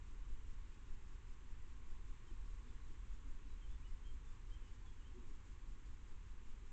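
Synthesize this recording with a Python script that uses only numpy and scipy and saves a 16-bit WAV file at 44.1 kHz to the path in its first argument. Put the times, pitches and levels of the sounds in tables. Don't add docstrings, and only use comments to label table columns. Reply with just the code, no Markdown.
import sys
import numpy as np
from scipy import signal
from scipy.fft import rfft, irfft, next_fast_len
from scipy.io import wavfile
from scipy.ndimage import uniform_filter1d, map_coordinates

SR = 44100
rng = np.random.default_rng(int(sys.argv[2]) if len(sys.argv) > 2 else 0)


def dump(signal):
    limited = np.clip(np.atleast_2d(signal).T, -1, 1)
    pcm = np.round(limited * 32767).astype(np.int16)
    wavfile.write(sys.argv[1], SR, pcm)


N = 296352

BIRD_NOTES = [ (2.265, 0.038, 3150, 41, 58, -79, 0), (2.66, 0.055, 3500, 37, 118, -80.5, -10),
              (2.788, 0.06, 3900, 203, 120, -81, -10), (2.934, 0.042, 3070, 78, 120, -82, -5),
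              (3.47, .077, 3950, 80, 118, -80, -4), (3.609, .054, 3100, 202, 30, -73.5, -1),
              (3.672, 0.087, 3600, -620, 140, -77.5, -10), (3.822, 0.025, 2600, -420, -80, -75, -3),
              (3.842, 0.039, 3020, -220, 50, -75, 0), (4.041, 0.071, 3220, -150, 38, -73, -0.5),
              (4.244, 0.06, 3480, 400, 160, -80, -12), (4.513, .058, 3268, -250, 274, -71.5, -1.5),
              (4.63, 0.067, 2930, 136, 100, -75, -7), (4.853, 0.054, 3340, 141, 120, -76, -5),
              (4.989, 0.04, 2900, 152, 120, -79, -4), (5.048, .04, 3190, -280, -65, -74, -3.5), ]


def songbird(waver=.011, settle_share=.33):
    song, blocked = np.zeros(N), np.zeros(N)
    unsteady = 1 + waver * wobble(400)
    for start_s, length_s, pitch_hz, scoop_hz, droop_hz, level_db, direct_db in BIRD_NOTES:
        progress = np.linspace(0, 1, int(length_s * SR))
        span = slice(round(start_s * SR), round(start_s * SR) + len(progress))
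        glide_hz = pitch_hz + scoop_hz * np.exp(-progress / settle_share) - droop_hz * progress ** 3
        phase = 2 * np.pi * np.cumsum(glide_hz * unsteady[span]) / SR
        envelope = np.sqrt(2 * np.abs(np.sin(np.pi * progress)))
        note = amp(level_db) * envelope * np.sin(phase)
        song[span] += note
        blocked[span] += (1 - amp(direct_db)) * note
    return among_trees(song, wet_db=-7) - blocked


# centre_s, pitch_hz, width_s, level_db
FAR_KNOCKS = [ (2.313, 342, .005, -65.5), (2.668, 237, 0.01, -65.5), (2.702, 278, 0.0058, -68.5),
              (2.9, 320, .008, -70.5), (3.278, 270.6, 0.029, -68.5), (3.47, 270, 0.012, -68.5),
              (4.848, 1035, 0.0081, -73), (4.857, 805, .009, -77), (5.173, 368.4, 0.016, -60.5),
              (5.185, 246, 0.0052, -59.5), (5.283, 440, 0.01, -73.5), (5.305, 301.4, 0.014, -73.5), ]


def knocks(waver=.02):
    wavering_s = np.cumsum(1 + waver * wobble(120)) / SR
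    bumps = np.zeros(N)
    for centre_s, pitch_hz, width_s, level_db in FAR_KNOCKS:
        tone = np.sqrt(2) * np.sin(2 * np.pi * pitch_hz * wavering_s)
        bumps += amp(level_db) * swell(centre_s, width_s) * tone
    return among_trees(bumps, wet_db=-5)


# frequency_hz, t60_s
TREE_DECAY = [(200, 0.35), (3000, 0.44), (8000, 0.27)]


def among_trees(sound, wet_db):
    hz, t, spectra = signal.stft(rng.standard_normal(SR // 2), SR, nperseg=256)
    decay = amp(-60 * t / along(TREE_DECAY, hz)[:, None])
    tail = signal.istft(spectra * decay, SR, nperseg=256)[1]
    return sound + amp(wet_db) * signal.fftconvolve(sound, tail / np.linalg.norm(tail))[:N]


# frequency_hz, density_db
AIR_COLOUR = [(150, -3.5), (215, 0.06), (380, -4.5), (500, -11), (580, -16.5), (640, -24.5), (760, -15),
              (900, -10), (1000, -10), (1120, -10.5), (1280, -11.5), (1700, -12), (2800, -15.5),
              (4000, -22), (6000, -43)]
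# centre_s, width_s, rise_db
AIR_SWELLS = [(1.95, .15, 3.2), (2.67, 0.11, 3.5), (5.25, 0.077, 5.5)]
# frequency_hz, density_db
MURMUR_COLOUR = [(120, -18.5), (220, -1.5), (370, -4.5), (480, -12), (620, -41)]
# pitch_hz, width_hz, gain_db
CASE_MODES = [(908, 55, -6.5), (1064, 80, -1.5), (1130, 74, -3.5)]


def air(wash_db=-69, ring_db=-83, murmur_db=-74):
    rise = amp(sum(rise_db * swell(centre_s, width_s) for centre_s, width_s, rise_db in AIR_SWELLS))
    wash = amp(wash_db + .26 * wobble(2.4)) * noise(AIR_COLOUR)
    ring = amp(ring_db + wobble(6)) * rise * ringing(CASE_MODES)
    murmur = amp(murmur_db) * (rise - 1) * noise(MURMUR_COLOUR)
    return wash + ring + murmur


# frequency_hz, density_db
SUPPLY_FIZZ = [(2000, -6), (3500, -2), (6000, -3), (7500, -8), (8100, -9.5), (8500, -12.5), (8800, -25)]
# pitch_hz, width_hz, gain_db
SUPPLY_WHINE = [(5020, 92, -2), (5430, 250, -3), (6940, 150, 5.5), (7590, 400, -2)]


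def card_writes(period_s=.1998, half_length_s=.046, scatter_s=.0061, bump_s=.011, bump_db=-43):
    t = np.arange(N) / SR
    busy, sag = np.zeros(N), np.zeros(N)
    for due_s in np.arange(.1078, N / SR, period_s):
        late, longer, deeper = rng.standard_normal(3)
        centre_s = due_s + scatter_s * late
        busy += np.abs(t - centre_s) < half_length_s + scatter_s * longer
        bump = swell(centre_s + .013, 2 * bump_s) - 2 * swell(centre_s + .0086, bump_s)
        sag += amp(bump_db + 2.7 * deeper) * bump
    bursts = uniform_filter1d(busy, size=600) * amp(1.1 * wobble(45))
    whine = amp(-87) * ringing(SUPPLY_WHINE)
    flutter = amp(-75) * noise([(60, -2), (250, .5), (450, -11.5), (650, -37)])
    fizz = amp(-85) * noise(SUPPLY_FIZZ)
    return sag + bursts * (fizz + whine + flutter)


def frame_ticks(frame_hz=27.76, delay_s=.0035, width_s=.0037, level_db=-84):
    offset_frames = ((np.arange(N) / SR - delay_s) * frame_hz + .5) % 1 - .5
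    puffs = np.exp(-.5 * (offset_frames / frame_hz / width_s) ** 2)
    fizz = noise([(4500, -12), (6300, 1.5), (7500, 5.5), (8500, -12), (8800, -32)])
    return amp(level_db) * puffs * fizz


# frequency_hz, density_db
RUMBLE_COLOUR = [(4, -13), (9, 7.5), (20, -2.5), (35, 0.5), (50, -6), (80, -25), (170, -61)]
DRONE_COLOUR = [(35, -12.5), (52, 1), (65, -1.5), (80, -6.5), (100, -6), (125, -14.5), (170, -25),
                (400, -59)]
HISS_COLOUR = [(2500, -18.5), (4500, -5), (5600, -4), (6200, 1), (6600, 0), (6950, 0.9), (7250, -0.5),
               (7550, 2.5), (8000, -9.5), (8450, -23.5), (8800, -18.5)]
# time_s, level_db
RUMBLE_DRIFT = [(0, -49), (.7, -49.5), (1.4, -52.5), (2.4, -47.5), (3.2, -48.5), (4.0, -48.5), (4.8, -51.5),
                (6.7, -52.5)]


def microphone_noise(flutter_db=1.5, drone_db=-60.5, hiss_db=-82):
    drift_db = np.interp(np.arange(N) / SR, *np.transpose(RUMBLE_DRIFT))
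    rumble = amp(drift_db + flutter_db * wobble(14)) * noise(RUMBLE_COLOUR)
    return rumble + amp(drone_db) * noise(DRONE_COLOUR) + amp(hiss_db) * noise(HISS_COLOUR)


def amp(db):
    return 10 ** (np.asarray(db) / 20)


def unit(x):
    return x / np.sqrt(np.mean(x ** 2) + 1e-20)


def along(points, hz):
    knots_hz, values = np.transpose(points)
    return np.interp(np.log(hz + 1), np.log(knots_hz + 1), values)


def wobble(rate):
    return map_coordinates(rng.standard_normal(int(N * rate / SR) + 4), [np.arange(N) * rate / SR])


def swell(centre_s, width_s):
    return np.exp(-.5 * np.minimum(((np.arange(N) / SR - centre_s) / width_s) ** 2, 100))


def filtered(x, response):
    size = next_fast_len(N + SR // 2)
    return irfft(rfft(x, size) * response(np.fft.rfftfreq(size, 1 / SR)), size)[:N]


def noise(colour):
    return unit(filtered(rng.standard_normal(N), lambda hz: amp(along(colour, hz))))


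def ringing(modes):
    def response(hz):
        return sum(amp(gain_db) / (1 + (2 * (hz - pitch_hz) / width_hz) ** 2)
                   for pitch_hz, width_hz, gain_db in modes)
    return unit(filtered(rng.standard_normal(N), response))


def scene():
    wood = air() + songbird() + knocks()
    return (wood + card_writes() + frame_ticks() + microphone_noise())[None]


def record(dry):
    top_hz = 8650
    return filtered(dry[0], lambda hz: 1 / np.sqrt(1 + (hz / top_hz) ** 160))[None]


dry = scene()
out = record(dry)
dump(out)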